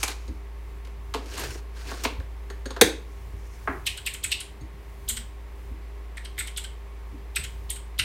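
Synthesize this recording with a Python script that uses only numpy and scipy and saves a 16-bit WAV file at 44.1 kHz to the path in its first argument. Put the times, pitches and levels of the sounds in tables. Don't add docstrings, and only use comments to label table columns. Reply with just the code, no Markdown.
import sys
import numpy as np
from scipy import signal
from scipy.fft import rfft, irfft, next_fast_len
from scipy.io import wavfile
from scipy.ndimage import uniform_filter1d, map_coordinates

SR = 44100
rng = np.random.default_rng(int(sys.argv[2]) if len(sys.argv) > 2 else 0)


def invert_db(x):
    u = np.asarray(x, float) / 20
    return 10 ** u


def generate_wav(signal):
    frames = np.transpose(np.atleast_2d(signal))
    scaled = np.clip(frames, -1, 1) * 32767
    pcm = np.round(scaled).astype(np.int16)
    wavfile.write(sys.argv[1], SR, pcm)


N = 354872
LEAD_S = .02


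def unit(x):
    return x / np.sqrt(np.mean(x ** 2) + 1e-20)


def peak(x, db):
    return invert_db(db) * x / np.max(np.abs(x))


def along(points, hz):
    f, v = np.transpose(points)
    return np.interp(np.log(hz + 1), np.log(f + 1), v)


def clock(length_s):
    return np.arange(round(length_s * SR)) / SR - LEAD_S


def wobble(rate):
    coarse = np.arange(0, N + 16, 16)
    knots = rng.standard_normal(int(N * rate / SR) + 4)
    return np.interp(np.arange(N), coarse, map_coordinates(knots, [coarse * rate / SR]))


def filtered(x, response):
    m = next_fast_len(len(x) + 4096)
    return irfft(rfft(x, m) * response(np.fft.rfftfreq(m, 1 / SR)), m)[:len(x)]


def through(x, modes, order=1):
    def response(f):
        total = 0
        for k, (hz, width, db) in enumerate(sorted(modes)):
            damping = 1j * f * width
            total = total + (-1) ** k * invert_db(db) * damping / (hz * hz - f * f + damping)
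        return total ** order
    return filtered(x, response)


def struck(contact, modes, db):
    return peak(through(contact, modes, order=2), db)


def varied(modes):
    pitch_spread, spread_db = .014, 1.4
    draws = rng.standard_normal((len(modes), 2))
    return [(hz * (1 + pitch_spread * a), width, db + spread_db * b)
            for (hz, width, db), (a, b) in zip(modes, draws)]


def rattle(t, hold, t60, rough_db):
    shape = (t >= 0) * invert_db(-60 * np.maximum(t - hold, 0) / max(t60, 1e-3))
    lumps = np.repeat(rng.standard_normal(len(t) // 32 + 1), 32)[:len(t)]
    z = rfft(shape * invert_db(rough_db * lumps) * rng.standard_normal(len(t)))
    even = z / np.sqrt(uniform_filter1d(np.abs(z) ** 2, size=len(t) * 260 // SR))
    return (t >= 0) * irfft(even, len(t))


def add(track, s, sound, wet_db):
    # f/Hz, t60/s
    room_decay = [(150, 0.57), (500, 0.35), (2500, 0.34), (8000, 0.28), (14000, 0.19)]
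    hz, t, z = signal.stft(rng.standard_normal(SR * 2 // 5), SR, nperseg=256)
    decay = invert_db(-60 * t / along(room_decay, hz)[:, None])
    tail = signal.istft(z * decay, SR, nperseg=256)[1]
    tail = np.pad(tail / np.linalg.norm(tail), (round(.026 * SR), 0))
    bins = np.geomspace(1, 8192, 900)
    power = np.interp(bins, np.arange(8193), np.abs(rfft(sound, 16384)) ** 2)
    power = uniform_filter1d(power, size=9)
    wet = invert_db(wet_db) * filtered(tail, lambda f: np.sqrt(np.interp(f * 16384 / SR, bins, power)))
    wet[:round(LEAD_S * SR)] = 0
    wet[:len(sound)] += sound
    start = round((s - LEAD_S) * SR)
    track[start:start + len(wet)] += wet[:N - start]


def tone(hz, db):
    return np.sqrt(2) * invert_db(db) * np.sin(2 * np.pi * np.cumsum(hz + np.zeros(N)) / SR)


def keys(track):
    # t/s, peak level/dB, cap note f/Hz, shell thock level/dB, click level/dB
    presses = [(3.8655, -11.5, 3120, -46, -13), (3.8704, -10.5, 2520, -43, -13),
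               (4.0642, -13, 2640, -33, -8.5), (4.0701, -19.5, 2210, -32, -14),
               (4.2403, -18, 2370, -19.5, 0.5), (4.3172, -7, 2800, -48, -12.5),
               (5.0898, -27.5, 3320, -15.5, 10), (5.0964, -23.5, 3160, -19, 1),
               (5.105, -26.5, 3300, -26, 2.5), (6.1712, -24, 1890, -20, -14),
               (6.3797, -21.5, 1950, -17, -17), (6.3903, -23.5, 3640, -20, 1),
               (6.4014, -22.5, 2100, -11, -4), (6.574, -21.5, 3310, -20.5, 0.5),
               (7.361, -12.5, 2440, -15.5, -4.5), (7.7035, -26, 3250, -47, 7.5),
               (7.9906, -6, 2890, -19.5, -15), (7.9982, -17, 2530, -33, -9.5)]
    # t/s, peak level/dB, stem click level/dB
    releases = [(3.9746, -24, -7), (4.139, -24, -2), (4.4041, -24.5, -2), (5.1676, -20.5, -7),
                (6.248, -26.5, -12), (6.474, -26, -4.5), (6.6405, -24, -9), (7.4391, -23, -6),
                (7.7608, -29.5, -4)]
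    # f/Hz, width/Hz, level/dB
    shell = [(2110, 510, 5), (3680, 900, 5), (5820, 2530, -0.5)]
    # f/Hz, width/Hz, level/dB
    base_plate = [(1498, 260, 4.5), (1770, 270, -4.5)]
    # f/Hz, width/Hz, level/dB
    stem = [(7420, 1550, 3), (8214, 370, 11.5), (9140, 1480, 3)]
    # f/Hz, width/Hz, level/dB
    cap_edge = [(11300, 770, 1.5), (12920, 690, 12.5), (13250, 1500, 3.5)]
    # f/Hz, width/Hz, level/dB
    guide = [(3250, 1160, 1), (5930, 4500, -5), (8760, 2540, -6.5), (13400, 830, -31.5)]
    bare_tick = [(6000, 2800, -4), (10500, 3400, 0), (15000, 3000, -4)]
    stop_hz, stop_thock_db = 3170, -19
    touch_fizz_db, land_fizz_db = -7.5, -13.5
    speed_up_db_per_s = 600
    t = clock(.1)

    returns = [(s, db, stop_hz, stop_thock_db, click_db) for s, db, click_db in releases]
    contacts = sorted([*map(tuple, presses), *returns])
    touches = np.diff([c[0] for c in contacts], append=99) < .015
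    for (s, db, hz, thock_db, click_db), touch in zip(contacts, touches):
        travel = rattle(t + 0.011, 0.0087, 0.064, 3.32)
        travel = travel * invert_db(speed_up_db_per_s * np.minimum(t, 0))
        slide = struck(travel, guide, db + click_db - 8.5)
        slide += struck(rattle(t, 0.003, 0.02, 3), bare_tick, db + click_db - 12.5)
        land = rattle(t, 0.011, 0.014, 3.4)
        clack = struck(land, varied(shell), db - 7.5)
        clack += struck(land, [(hz, 500, 0)], db - 7)
        thock = struck(land, base_plate, db + thock_db)
        click = struck(rattle(t + 0.0016, 0.0018, 0.041, 2.05), varied(stem), db + click_db)
        fizz_db = click_db + (touch_fizz_db if touch else land_fizz_db)
        fizz = struck(rattle(t + 0.0044, 0.0081, 0.022, 1), varied(cap_edge), db + fizz_db)
        add(track, s, slide + clack + thock + click + fizz, wet_db=-4.5)


def knocks(track):
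    # t/s, peak level/dB, note f/Hz, hollow case level/dB, panel level/dB
    blows = [(0.0295, -11.5, 2350, -38, -12), (0.0784, -20.5, 4220, -25, -9.5),
             (0.2783, -44.5, 4520, 7, -8), (0.8487, -39, 2180, -9, -22), (0.87, -40, 2100, -6, -6.5),
             (1.139, -17.5, 2120, -5.5, -4.5), (1.1535, -27, 1190, 2, -1), (1.2588, -33, 3030, -6, -20),
             (1.3371, -29, 2930, -8.5, -22), (1.3772, -26, 2110, -38, -6), (1.393, -26, 11800, -30, -12),
             (1.5507, -43, 1500, 8.5, 2), (1.7652, -39.5, 1600, -7, -14), (1.8725, -36, 2560, -8, -17),
             (1.9135, -29, 1480, -4.5, 1), (1.9703, -41, 1590, -7, -12), (2.036, -24, 14340, -27, -30),
             (2.0481, -15, 2300, -4.5, -4), (2.054, -26.5, 4050, -15, -6), (2.2002, -37.5, 1580, -3, -12),
             (2.4999, -32, 1720, -4, -8.5), (2.656, -28.5, 1590, 1, -14), (2.7046, -29, 3920, -1, -2.5),
             (2.7637, -29.5, 1610, -0.5, -1.5)]
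    # f/Hz, width/Hz, level/dB
    plastic = [(1700, 486, -0.95), (2580, 990, 0.052), (4270, 2100, -1.6)]
    hollow = [(260.6, 63, -2.3), (413, 89, 0.1), (526, 116, -2.0)]
    panel = [(657, 140, -3.5), (980, 736, 1.3), (1224, 890, -0.27)]
    rim = [(5933, 3300, 0.96), (9720, 8400, 0.83), (14030, 1500, -2)]
    note_width = .26
    rim_db, rim_trade = -12.5, 0.34
    t = clock(.2)
    for s, db, hz, case_db, panel_db in blows:
        blow = rattle(t, 0.003, 0.035, 3.7)
        sound = struck(blow, plastic, db - 4.5)
        sound += struck(blow, [(hz, note_width * hz, 0)], db - 6.5)
        sound += struck(blow, hollow, db + case_db)
        sound += struck(blow, panel, db + panel_db)
        sound += struck(blow, rim, db + rim_db - rim_trade * case_db)
        add(track, s, sound, wet_db=-5.0)


def latch(track):
    # t/s, peak level/dB, contact t60/s
    snaps = [
        (2.812, 3.5, 0.033),
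    ]
    # f/Hz, width/Hz, level/dB
    front = [(287, 63, 4), (391, 114, 6), (460, 53, 12), (704, 99, -1), (922, 160, -2), (1600, 170, 0.5),
             (2300, 450, -1), (2800, 530, -7.5), (3497, 500, 3.5), (3760, 760, 1), (4496, 540, -3.5),
             (6320, 450, -4.5), (8140, 1700, -7), (12500, 8600, -15)]
    # f/Hz, level/dB, t60/s
    housing = [(535, -23, 0.24), (660, 7.5, 0.31), (889, 17.5, 0.57), (1480, -8.5, 0.1), (1720, -71, 0.47),
               (2260, -51, 0.021), (2580, -5, 0.084), (3090, -25, 0.23), (3550, -32.5, 0.27),
               (3770, 25, 0.17), (4145, -55, 5.0), (4620, -13, 0.21)]
    t = clock(.2)
    for s, db, t60 in snaps:
        snap = peak(through(rattle(t, 0.002, t60, 1.8), front), db)
        thud = struck((t > 0) * np.exp(-t / 0.00035), front[:3], db - 9)
        ring = 0
        for hz, level_db, decay_s in housing:
            ring = ring + invert_db(level_db - 60 * t / min(decay_s, .12)) * np.sin(2 * np.pi * hz * t)
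        add(track, s, snap + thud + peak(ring * (t > 0), db - 18), wet_db=-8.5)


def lever(track):
    # t/s, peak level/dB
    ticks = [(0.2776, -44), (2.5001, -40), (2.6568, -33), (2.7049, -33), (4.6094, -46)]
    # f/Hz, width/Hz, level/dB
    steel = [(3800, 260, 0.5), (4500, 300, 2), (6550, 300, 2.5), (8800, 700, -1.5)]
    t = clock(.1)
    for s, db in ticks:
        add(track, s, struck(rattle(t, .004, .05, 2.5), steel, db), wet_db=-8.5)


def rubbing():
    # fastest at t/s, rise/s, fall/s, level/dB, bright share level/dB
    strokes = [(0.012, 0.057, 0.047, -44, 2.5), (0.032, .001, 0.031, -31.5, -2),
               (0.085, 0.0066, .07, -38.5, -5), (0.2, .1, 0.25, -61, -2), (1.31, 0.1, 0.18, -48, -2.5),
               (1.399, 0.054, 0.069, -36.5, -9), (1.445, 0.023, 0.065, -42.5, -12.5),
               (1.52, 0.069, 0.093, -43, -5), (1.79, 0.074, 0.1, -51.5, -6),
               (1.914, 0.09, .07, -41.5, -8.5), (2.0, .1, 0.11, -44, -6), (2.04, .004, 0.027, -36.5, -2),
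               (3.15, .2, 0.17, -71.5, 2.5), (3.53, 0.25, 0.33, -65.5, 2.5)]
    # f/Hz, width/Hz, level/dB
    sleeve_modes = [(950, 620, -6), (1600, 280, 2.0), (2330, 1400, -3.5), (2920, 640, -0.5), (4350, 1130, -7.0)]
    case_modes = [(316.0, 220, 0), (496, 154, 1), (687.0, 190, -3.0)]
    edge_modes = [(5250, 1500, 3.0), (7100, 1940, 4.0), (8500, 1500, 4.5), (11500, 5100, -4.5)]
    fade_db = 19.5
    case_share_db, case_trade = -12.5, 1.1

    def grit():
        rough_db = 2.2 * wobble(400) + 1.7 * wobble(70) + 0.94 * wobble(22)
        return invert_db(rough_db) * rng.standard_normal(N)

    sleeve = unit(through(grit(), sleeve_modes))
    case = unit(through(grit(), case_modes, order=2))
    edge = unit(through(grit(), edge_modes, order=2))
    out = np.zeros(N)
    for s, rise, fall, db, edge_db in strokes:
        span = slice(max(round((s - 2 * rise) * SR), 0), round((s + 2 * fall) * SR))
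        t = np.arange(N)[span] / SR - s
        speed = invert_db(db - fade_db * np.maximum(-t / rise, t / fall) ** 1.6)
        case_db = case_share_db - case_trade * edge_db
        out[span] += speed * (sleeve + invert_db(case_db) * case + invert_db(edge_db) * edge)[span]
    return out


def palm(track):
    # t/s, peak level/dB, t60/s
    slaps = [
        (3.674, -13.5, 0.033),
    ]
    # f/Hz, width/Hz, level/dB
    board = [(310, 135, -0.5), (476, 450, -1.5), (827, 230, 0), (1190, 360, -1), (1910, 630, -0.5),
             (2390, 1340, -8)]
    t = clock(.2)
    for s, db, t60 in slaps:
        add(track, s, struck(rattle(t, 0.0044, t60, rough_db=-0.5), board, db), wet_db=-1.5)


def thuds(track):
    # t/s, peak level/dB, drawer note level/dB
    pushes = [(0.286, -31.5, -3), (0.975, -42, -12), (2.181, -26, -30), (2.812, -27, 8), (3.331, -34, -12),
              (3.684, -29.5, -0.5), (3.871, -50, -22), (4.252, -33, -18), (4.34, -40, -22),
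              (4.613, -31.5, -9.5), (4.738, -43, -22), (4.977, -43.5, -9), (5.707, -34, -6.5),
              (6.38, -37, -29), (7.123, -39, 2.5), (7.383, -29, -31), (7.991, -31.5, -21.5)]
    # f/Hz, width/Hz, level/dB
    desk = [(74, 45, 23.5), (129, 13, -2.5)]
    # f/Hz, width/Hz, level/dB
    drawer = [(238.8, 88, -2), (320, 21, 0)]
    t60 = .17
    t = clock(.25)
    for s, db, note_db in pushes:
        push = (t > 0) * invert_db(-60 * t / t60) * rng.standard_normal(len(t))
        add(track, s, struck(push, desk, db) + struck(push, drawer, db + note_db), wet_db=-15.0)


def chair():
    start_s, length_s = 5.07, 0.2
    top_hz, sag_hz, level_db = 231, 18, -54
    u = np.clip((np.arange(N) / SR - start_s) / length_s, 0, 1)
    arch = np.sqrt(np.abs(np.sin(np.pi * u)))
    return arch * tone(top_hz - sag_hz * (1 - arch), level_db + 3 * wobble(30))


def machines():
    # t/s, level/dB
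    drone_levels = [(0, -36.5), (1.6, -37), (2.2, -36), (3.4, -37.5), (3.6, -41), (4.4, -43), (5.0, -40),
                    (5.7, -38), (8.05, -37)]
    # f/Hz, rms level/dB
    buzz_tones = [(199.2, -65.5), (301.5, -67.5), (398.4, -59), (500.6, -97), (915.2, -68.5), (1082, -67),
                  (1147, -77)]
    # f/Hz, level/dB per Hz
    air_colour = [(130, -7.5), (200, -10.5), (240, -12), (400, -7.5), (600, -12), (1100, -12), (1400, -18),
                  (2100, -15), (3000, -22.5), (4500, -28), (7000, -33.5), (11000, -35), (14500, -36.5),
                  (16500, -42.5)]
    # t/s, spread/s, level/dB
    shifts = [(.1, 0.31, -66), (1.45, 0.19, -50.5), (2.2, 0.21, -52), (2.9, 0.19, -50), (3.9, 0.28, -45.5),
              (5.15, 0.11, -49.5), (7.45, 0.19, -58)]
    # f/Hz, level/dB per Hz
    deep_colour = [(15, -28), (35, -2), (60, -0.5), (85, 0.5), (105, -8.5), (135, -7), (155, -20), (200, -41.5)]
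    drone_hz, air_db, rumble_db = 56.3, -53, -53
    t = np.arange(N) / SR
    drone_s, drone_db = np.transpose(drone_levels)
    drone = tone(drone_hz + .3 * wobble(2.4), np.interp(t, drone_s, drone_db) + .6 * wobble(6.5))
    buzz = sum(tone(hz * (1 + .002 * wobble(4.4)), db + 2 * wobble(12)) for hz, db in buzz_tones)
    air = filtered(rng.standard_normal(N), lambda f: invert_db(along(air_colour, f)) * (f > 130))
    deep = filtered(rng.standard_normal(N), lambda f: invert_db(along(deep_colour, f)))
    weight = invert_db(rumble_db) + sum(invert_db(db) * np.exp(-((t - s) / spread) ** 2) for s, spread, db in shifts)
    rumble = weight * invert_db(3.3 * wobble(6.2)) * unit(deep)
    return drone + buzz + invert_db(air_db) * unit(air) + rumble


def difference(hits):
    # f/Hz, level/dB per Hz
    noise_colour = [(100, -21.5), (400, 2.5), (800, -1.5), (1500, -28.5), (3000, 2), (5000, 1.5), (8000, 3),
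                    (8600, -13), (16000, -34.5)]
    noise = filtered(rng.standard_normal(N), lambda f: invert_db(along(noise_colour, f)))
    treble = filtered(np.roll(hits, 9), lambda f: f > 9000)
    return invert_db(-78.5) * unit(noise) + invert_db(-24 + 6 * wobble(25)) * treble


def scene():
    hits = rubbing()
    for source in (keys, knocks, lever, latch, palm, thuds):
        source(hits)
    mid = hits + machines() + chair()
    side = difference(hits)
    return np.array([mid + side, mid - side])


def band_limit(x):
    return signal.sosfilt(signal.butter(12, 16420, fs=SR, output="sos"), x)


def record(dry):
    limited = dry / (1 + np.abs(dry / .98) ** 6) ** (1 / 6)
    mix = np.array([filtered(channel, lambda f: np.clip((16450 - f) / 700, 0, 1)) for channel in limited])
    return band_limit(mix)


dry = scene()
out = record(dry)
generate_wav(out)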